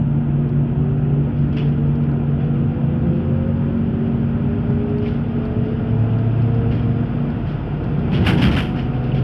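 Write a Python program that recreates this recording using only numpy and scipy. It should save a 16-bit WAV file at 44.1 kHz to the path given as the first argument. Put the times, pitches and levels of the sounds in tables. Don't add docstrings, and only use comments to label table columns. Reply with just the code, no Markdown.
import sys
import numpy as np
from scipy import signal
from scipy.io import wavfile
from scipy.ndimage import uniform_filter1d

SR = 44100
rng = np.random.default_rng(int(sys.argv[2]) if len(sys.argv) > 2 else 0)


def log_audio(samples):
    frames = np.atleast_2d(samples).T
    limited = np.clip(frames, -1, 1)
    pcm = np.round(limited * 32767).astype(np.int16)
    wavfile.write(sys.argv[1], SR, pcm)


def convert_level_to_amplitude(level_db):
    exponent = np.asarray(level_db, float) / 20
    return 10 ** exponent


N = 407043


def evened(x):
    return x / np.sqrt(np.mean(x ** 2) + 1e-20)


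def read(points, hz):
    f, value = np.transpose(points)
    return np.interp(np.log(hz + 1), np.log(f + 1), value)


def columns(rows):
    s, *values = np.transpose(rows)
    return [np.interp(np.arange(N) / SR, s, v) for v in values]


def add(mix, s, sound):
    part = mix[round(s * SR):][:len(sound)]
    part += sound[:len(part)]


def band(x, order, low_hz, high_hz):
    sos = signal.butter(order, [low_hz, high_hz], "band", fs=SR, output="sos")
    return signal.sosfilt(sos, x)


def drift(top_hz, low_hz=.3):
    t = np.arange(0, N + 200, 200) / SR
    waves = 0
    for f in np.geomspace(low_hz, top_hz, num=24):
        waves = waves + np.sin(2 * np.pi * (f * t + rng.random())) / np.sqrt(f)
    return np.interp(np.arange(N) / SR, t, evened(waves))


def coloured(x, points):
    level_db = np.maximum(read(points, abs(np.fft.fftfreq(8192, 1 / SR))), -100)
    log_gain = np.log(convert_level_to_amplitude(level_db))
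    taps = np.fft.ifft(np.exp(np.conj(signal.hilbert(log_gain)))).real[:4096]
    return signal.oaconvolve(x, taps)[:len(x)]


def tone(hz, db, waver_db, waver_hz):
    turns = np.cumsum(hz + waver_hz * drift(6.0)) / SR + rng.random()
    level_db = db + waver_db * np.clip(drift(9.0), -2, 1)
    return np.sqrt(2) * convert_level_to_amplitude(level_db) * np.sin(2 * np.pi * turns)


def patchy(points, size, patchy_db):
    frames, hz = 4 * N // size + 5, np.fft.rfftfreq(size, 1 / SR)
    a, b, patches = rng.standard_normal((frames, len(hz), 3)).T
    patches = uniform_filter1d(patches, size=12, axis=0)
    patches = evened(uniform_filter1d(patches, size=10, axis=1))
    z = (a + 1j * b) * convert_level_to_amplitude(read(points, hz)[:, None] + patchy_db * patches)
    return evened(signal.istft(z, nperseg=size, noverlap=size - size // 4)[1][:N])


# time in seconds, turns of the traction shaft in Hz.
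SHAFT_SPEED = [(0, 55), (1, 66.28), (1.75, 75.94), (2.5, 81.86), (3.75, 93.4), (4.75, 101.4), (5.5, 107.3),
               (6.5, 114), (7.75, 118.3), (8.7, 123.6), (9.23, 124.3)]


def shaft_speed():
    return columns(SHAFT_SPEED)[0]


# frequency in Hz, level in dB per Hz.
BODY_RUMBLE = [(33, -35), (40, -16), (60, -3), (85, 0.5), (130, 1), (200, -1), (260, -7.5), (330, -9),
               (480, -15), (560, -22), (750, -22), (1000, -27.5), (2000, -78)]
# frequency in Hz, level in dB per Hz.
TYRE_ROAR = [(350, -30), (600, 3), (650, -4.5), (753, -6.5), (892, -11), (1240, -5), (1370, -6.5),
             (1880, -12), (2770, -14.5), (3250, -17), (3850, -33.5), (5050, -32.5), (6330, -54),
             (9000, -64), (11700, -88.5), (19800, -120)]
# its start, full depth, end of full depth and end, all in seconds.
RUTTED_PATCH = (7.9, 8.38, 8.5, 8.66)


def road():
    gained_hz = shaft_speed()
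    gained_hz = gained_hz - gained_hz[0]
    ruts = np.interp(np.arange(N) / SR, RUTTED_PATCH, (0, 1, 1, 0))
    rumble_db = -24 + 0.0247 * gained_hz + 8 * ruts
    roar_db = -45.5 + 0.0728 * gained_hz + 4 * ruts
    buzz_db = -5.5 + 0.105 * gained_hz
    rumble = convert_level_to_amplitude(rumble_db) * patchy(BODY_RUMBLE, size=4096, patchy_db=1.52)

    t = np.arange(round(.3 * SR)) / SR
    echoes = rng.standard_normal(len(t)) * convert_level_to_amplitude(-60 * t / 0.13)
    roar = patchy(TYRE_ROAR, size=512, patchy_db=0.68)
    roar = roar + 0.42 * evened(signal.oaconvolve(roar, echoes)[:N])
    highpass = signal.butter(4, 3600, "high", fs=SR, output="sos")
    buzz = signal.sosfiltfilt(highpass, roar, padlen=300)
    roar = roar + (convert_level_to_amplitude(buzz_db) - 1) * buzz
    flicker_db = 0.85 + 0.2 * drift(40.0, low_hz=3.0)
    return rumble + convert_level_to_amplitude(roar_db + flicker_db) * evened(roar)


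# time in seconds, shaft speed in Hz, level of its hum in dB.
AUX_MOTOR = [(0, 46.9, -26), (1.75, 46.78, -25.5), (3, 46.1, -24.5), (3.85, 45.83, -23), (5, 46.5, -25),
             (6.5, 47.27, -27.5), (7.3, 47.31, -26), (7.5, 47.34, -39), (7.8, 47.4, -39.5),
             (8.1, 47.5, -26.5), (9.23, 47.65, -32)]
AUX_MAIN_ORDERS = (1.0, 3.085, 5.0)
# multiple of the shaft speed, level in dB against the main tone it follows,
# which tone that is (0 shaft, 1 fan, 2 hum).
AUX_WEAK_TONES = [(3.0, -11, 1), (3.19, -14, 1), (6.17, -19, 1), (6.0, -14, 2), (9.0, -24, 2),
                  (12.0, -29, 2), (13.0, -34, 1), (15.0, -16, 0)]


def auxiliary():
    hz, hum_db = columns(AUX_MOTOR)
    sag_db = 4.5 * (hz - 47)
    shaft_db = -35.5 + sag_db
    fan_db = -19 + .6 * sag_db - 0.2748 * np.maximum(shaft_speed() - 81.2, 0)
    levels = shaft_db, fan_db, hum_db
    out = np.zeros(N)
    for k, db in zip(AUX_MAIN_ORDERS, levels):
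        out += tone(k * hz, db, waver_db=0.8, waver_hz=0.27)
    for k, db, followed in AUX_WEAK_TONES:
        out += tone(k * hz, levels[followed] + db + 0.055, waver_db=1.0, waver_hz=0.081 * k)
    return out


# start in seconds, peak in dB.
TRIM_TICKS = [(0.4906, -52), (0.9016, -53.5), (1.527, -48.5), (1.954, -51.5), (2.037, -51.5),
              (2.1157, -51.5), (4.7035, -52), (4.894, -50), (4.9836, -46.5), (5.2874, -55.5),
              (5.453, -44.5), (5.9915, -55), (6.1855, -47), (6.42, -45.5), (6.545, -48), (7.3028, -46.5),
              (7.8396, -47), (7.9906, -46.5), (9.039, -46)]


def ticks():
    out = np.zeros(N)
    t = np.arange(900) / SR
    for s, db in TRIM_TICKS:
        puff = rng.standard_normal(900) * convert_level_to_amplitude(-60 * t / .035)
        puff = band(puff, 4, 3600, 5300) + .1 * band(puff, 2, 8000, 12000)
        add(out, s, convert_level_to_amplitude(db - 1.0) * puff / abs(puff).max())
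    return out


# start in seconds, level in dB, pitch in Hz.
SUSPENSION_THUDS = [
    (8.08, -17, 115),
    (8.27, -21, 150),
    (8.415, -20, 190),
    (8.47, -21, 150),
    (3.29, -22, 125),
]


def thuds():
    out = np.zeros(N)
    t = np.arange(round(.4 * SR)) / SR
    for s, db, hz in SUSPENSION_THUDS:
        boom = evened(band(rng.standard_normal(len(t)), 3, .7 * hz, 1.5 * hz))
        add(out, s, convert_level_to_amplitude(db - 60 * t / .45) * (1 - np.exp(-t / .008)) * boom)
    return out


# start in seconds, peak in dB, pitch in Hz, time to fall 60 dB in seconds.
PANE_KNOCKS = [(1.571, -31.5, 2840, 0.091), (1.572, -47, 5000, 0.083), (1.6, -30, 2790, 0.11),
               (5.062, -28.5, 2330, 0.064), (6.709, -34, 2780, .05), (8.267, -15.5, 2806, 0.04),
               (8.28, -24, 2302, 0.059), (8.43, -34, 2940, 0.055), (8.565, -20, 2950, 0.054),
               (8.566, -17, 1430, 0.083), (8.935, -34, 2600, 0.04), (9.118, -26, 2770, 0.045)]


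def knocks():
    out = np.zeros(N)
    t = np.arange(round(.4 * SR)) / SR
    for s, db, hz, t60 in PANE_KNOCKS:
        ring = sum(np.sin(2 * np.pi * (hz * k * t + rng.random())) for k in (.93, 1, 1.06))
        add(out, s, convert_level_to_amplitude(db - 7.5 - 60 * t / t60) * (1 - np.exp(-t / .0004)) * ring)
    return out


# frequency in Hz, level in dB per Hz.
TRIM_COLOUR = [(260, -58), (520, -4), (820, -7), (1130, -9), (1420, -4.5), (1850, -7), (2910, -1.5),
               (3400, -3), (3800, -14), (5110, -16), (6600, -33.5), (10500, -34), (13500, -41.5),
               (15800, -53.5)]
# pitch in Hz, width of the resonance in Hz, level in dB.
RINGING_PANES = [(1370, 47, -11), (1940, 230, 1.5), (2436, 110, -4), (2940, 130, -3), (3320, 50, 3),
                 (4240, 54, -16), (4970, 74, -15.5)]


def rattle(db, tilt_db, rise):
    t = np.arange(round(.6 * SR)) / SR
    strength = convert_level_to_amplitude(1.1 * np.minimum(rng.exponential(1, len(t)), 3))
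    struck = rng.random(len(t)) < 900 / SR
    hits = strength * struck * rng.choice([-1, 1], len(t))
    drive = evened(evened(hits) + 0.95 * rng.standard_normal(len(t)))
    clumps = evened(uniform_filter1d(rng.standard_normal(len(t)), size=130))
    drive = evened(drive * convert_level_to_amplitude(1.8 * clumps))

    hold = .028 + .6 * rise
    after = np.maximum(t - rise - hold, 0)
    decay = convert_level_to_amplitude(-60 * after / .26) + .3 * convert_level_to_amplitude(-60 * after / .6)
    shape = np.clip(t / max(rise, .001), 0, 1) * decay

    fizz_db = min(-9 + 1.1 * max(db + 33.5, 0), 3)
    colour = []
    for f, level in TRIM_COLOUR:
        level += max(tilt_db, -1) * min(np.log2(f / 3000), 0)
        level += fizz_db * max(np.log2(f / 5000), 0)
        colour.append((f, level + 2.0 * rng.uniform(-1, 1)))
    sound = coloured(drive * shape, colour)

    ring, ring_t = 0, t[:2000]
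    for f, width, d in RINGING_PANES:
        pitch = f * rng.uniform(0.94, 1.04)
        ring = ring + convert_level_to_amplitude(d - 93.0 * width * ring_t) * np.sin(2 * np.pi * pitch * ring_t) * width
    rung = signal.oaconvolve(sound, ring)[:len(t)]
    sound = evened(sound) + 0.51 * evened(rung)
    return convert_level_to_amplitude(db - 7.5) * evened(sound) * np.sqrt(np.mean(shape ** 2))


# start in seconds, rattle level in dB,
# change of brightness in dB per octave below 3 kHz, rise time in seconds.
ROAD_JOLTS = [(1.346, -51, 8, .026), (1.525, -42.5, -1, 0.0019), (1.565, -32, -2, .003),
              (2.378, -46, -1.5, .027), (3.118, -52.5, 6, 0.025), (5.001, -43.5, 7.5, 0.022),
              (5.05, -40, 3.5, 0.012), (5.624, -48, 9.5, 0.023), (6.708, -36, 0, .006),
              (6.781, -44.5, 2, .009), (7.462, -39, -3, 0.013), (8.11, -28.5, -3, 0.018),
              (8.134, -33, 2, 0.0017), (8.197, -32.5, -4, .022), (8.247, -25.5, -0.5, 0.0018),
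              (8.262, -17, -0.4, 0.0028), (8.372, -28, 2, 0.0064), (8.416, -17.5, 0, .0036),
              (8.512, -25, 1.3, 0.0023), (8.563, -20, -0.5, .0024), (8.751, -32, -2, 0.016),
              (8.934, -44, -3, .0025), (9.026, -42.5, 0.5, .016), (9.131, -36.5, 5, 0.019),
              (1.645, -45, 1.5, 0.0092), (5.11, -47, 2, .01)]


def clatter():
    out = np.zeros(N)
    for s, *jolt in ROAD_JOLTS:
        add(out, s, rattle(*jolt))
    return out


# centre in Hz, width in Hz,
# level of a tone at the top in dB.
CABIN_RESONANCES = [(74, 11, -32), (91.5, 5.9, -28), (101, 6.5, -26), (114.43, 5.5, -18),
                    (126.8, 2.4, -17.5), (185, 45, -19), (287, 27, -33.5), (355, 35, -34), (384, 21, -28.5),
                    (405.7, 27, -27.5), (446.5, 30, -30.5), (514, 170, -34), (674, 37, -36), (755, 43, -32)]


def cabin(hz):
    power = 0
    for f, width, db in CABIN_RESONANCES:
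        power = power + convert_level_to_amplitude(db) ** 2 / (1 + (2 * (hz - f) / width) ** 2) ** 2
    return 10 * np.log10(power)


SHAFT_ORDERS = (1.015, 2.0, 4.0)
SHAFT_LEVELS = (0.8, -8.5, -1.54, -7)
# time in seconds, multiple of the shaft speed.
MOTOR_WHINE = [(0, 5.89), (3, 5.86), (4.1, 5.97), (5, 6.03), (6.3, 6.06), (9.23, 5.97)]
# multiple of the shaft speed, level in dB, shaft speed in Hz where loudest,
# loss in dB per Hz away from it.
GEAR_TONES = [(2.865, 1.5, 105.4, .6), (5.87, -6, 110.5, 0.4)]
# time in seconds, length in seconds, dip in dB.
PULL_NOTCHES = [
    (3.62, .12, -7),
    (4.28, .12, -15),
    (4.63, .07, -8),
    (5.24, .18, -22),
    (5.8, .16, -6),
    (6.35, .12, -8),
    (6.76, .1, -7),
    (7.13, .1, -8),
]


def traction():
    hz, t = shaft_speed(), np.arange(N) / SR
    pull_db = -7.5 * np.clip((t - 7.2) / 0.27, 0, 1)
    for s, length, db in PULL_NOTCHES:
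        pull_db += db * np.exp(-(2 * (t - s) / length) ** 2)
    out = np.zeros(N)
    for k, db in zip(SHAFT_ORDERS, SHAFT_LEVELS):
        level_db = db + cabin(k * hz) + (0.26 + 0.8 * (k > 2)) * pull_db
        out += tone(k * hz, level_db, waver_db=2.9 + 0.22 * k, waver_hz=.1 * k ** 2 + 0.33)
    whine_hz = columns(MOTOR_WHINE)[0] * hz
    whine_db = SHAFT_LEVELS[3] + cabin(whine_hz) + 0.27 * pull_db
    out += tone(whine_hz, whine_db, waver_db=3.0, waver_hz=4.0)
    for k, db, best_hz, loss in GEAR_TONES:
        level_db = db - loss * abs(hz - best_hz) + cabin(k * hz) + .6 * pull_db
        out += tone(k * hz, level_db, waver_db=4.0, waver_hz=.35 * k)
    return out


def scene():
    n = np.arange(N)
    ends = np.minimum(np.minimum(n + 6, N - n) / 30, 1)
    ride = traction() + auxiliary() + road()
    bumps = clatter() + thuds() + ticks() + knocks()
    return ((ride + bumps) * ends)[None]


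def band_limit(x):
    return signal.sosfilt(signal.butter(12, 15690, fs=SR, output="sos"), x)


def record(dry):
    heard = dry + convert_level_to_amplitude(-81.5) * rng.standard_normal(dry.shape)
    limited = heard / (1 + (heard / .8) ** 4) ** .25
    return band_limit(limited)


dry = scene()
out = record(dry)
log_audio(out)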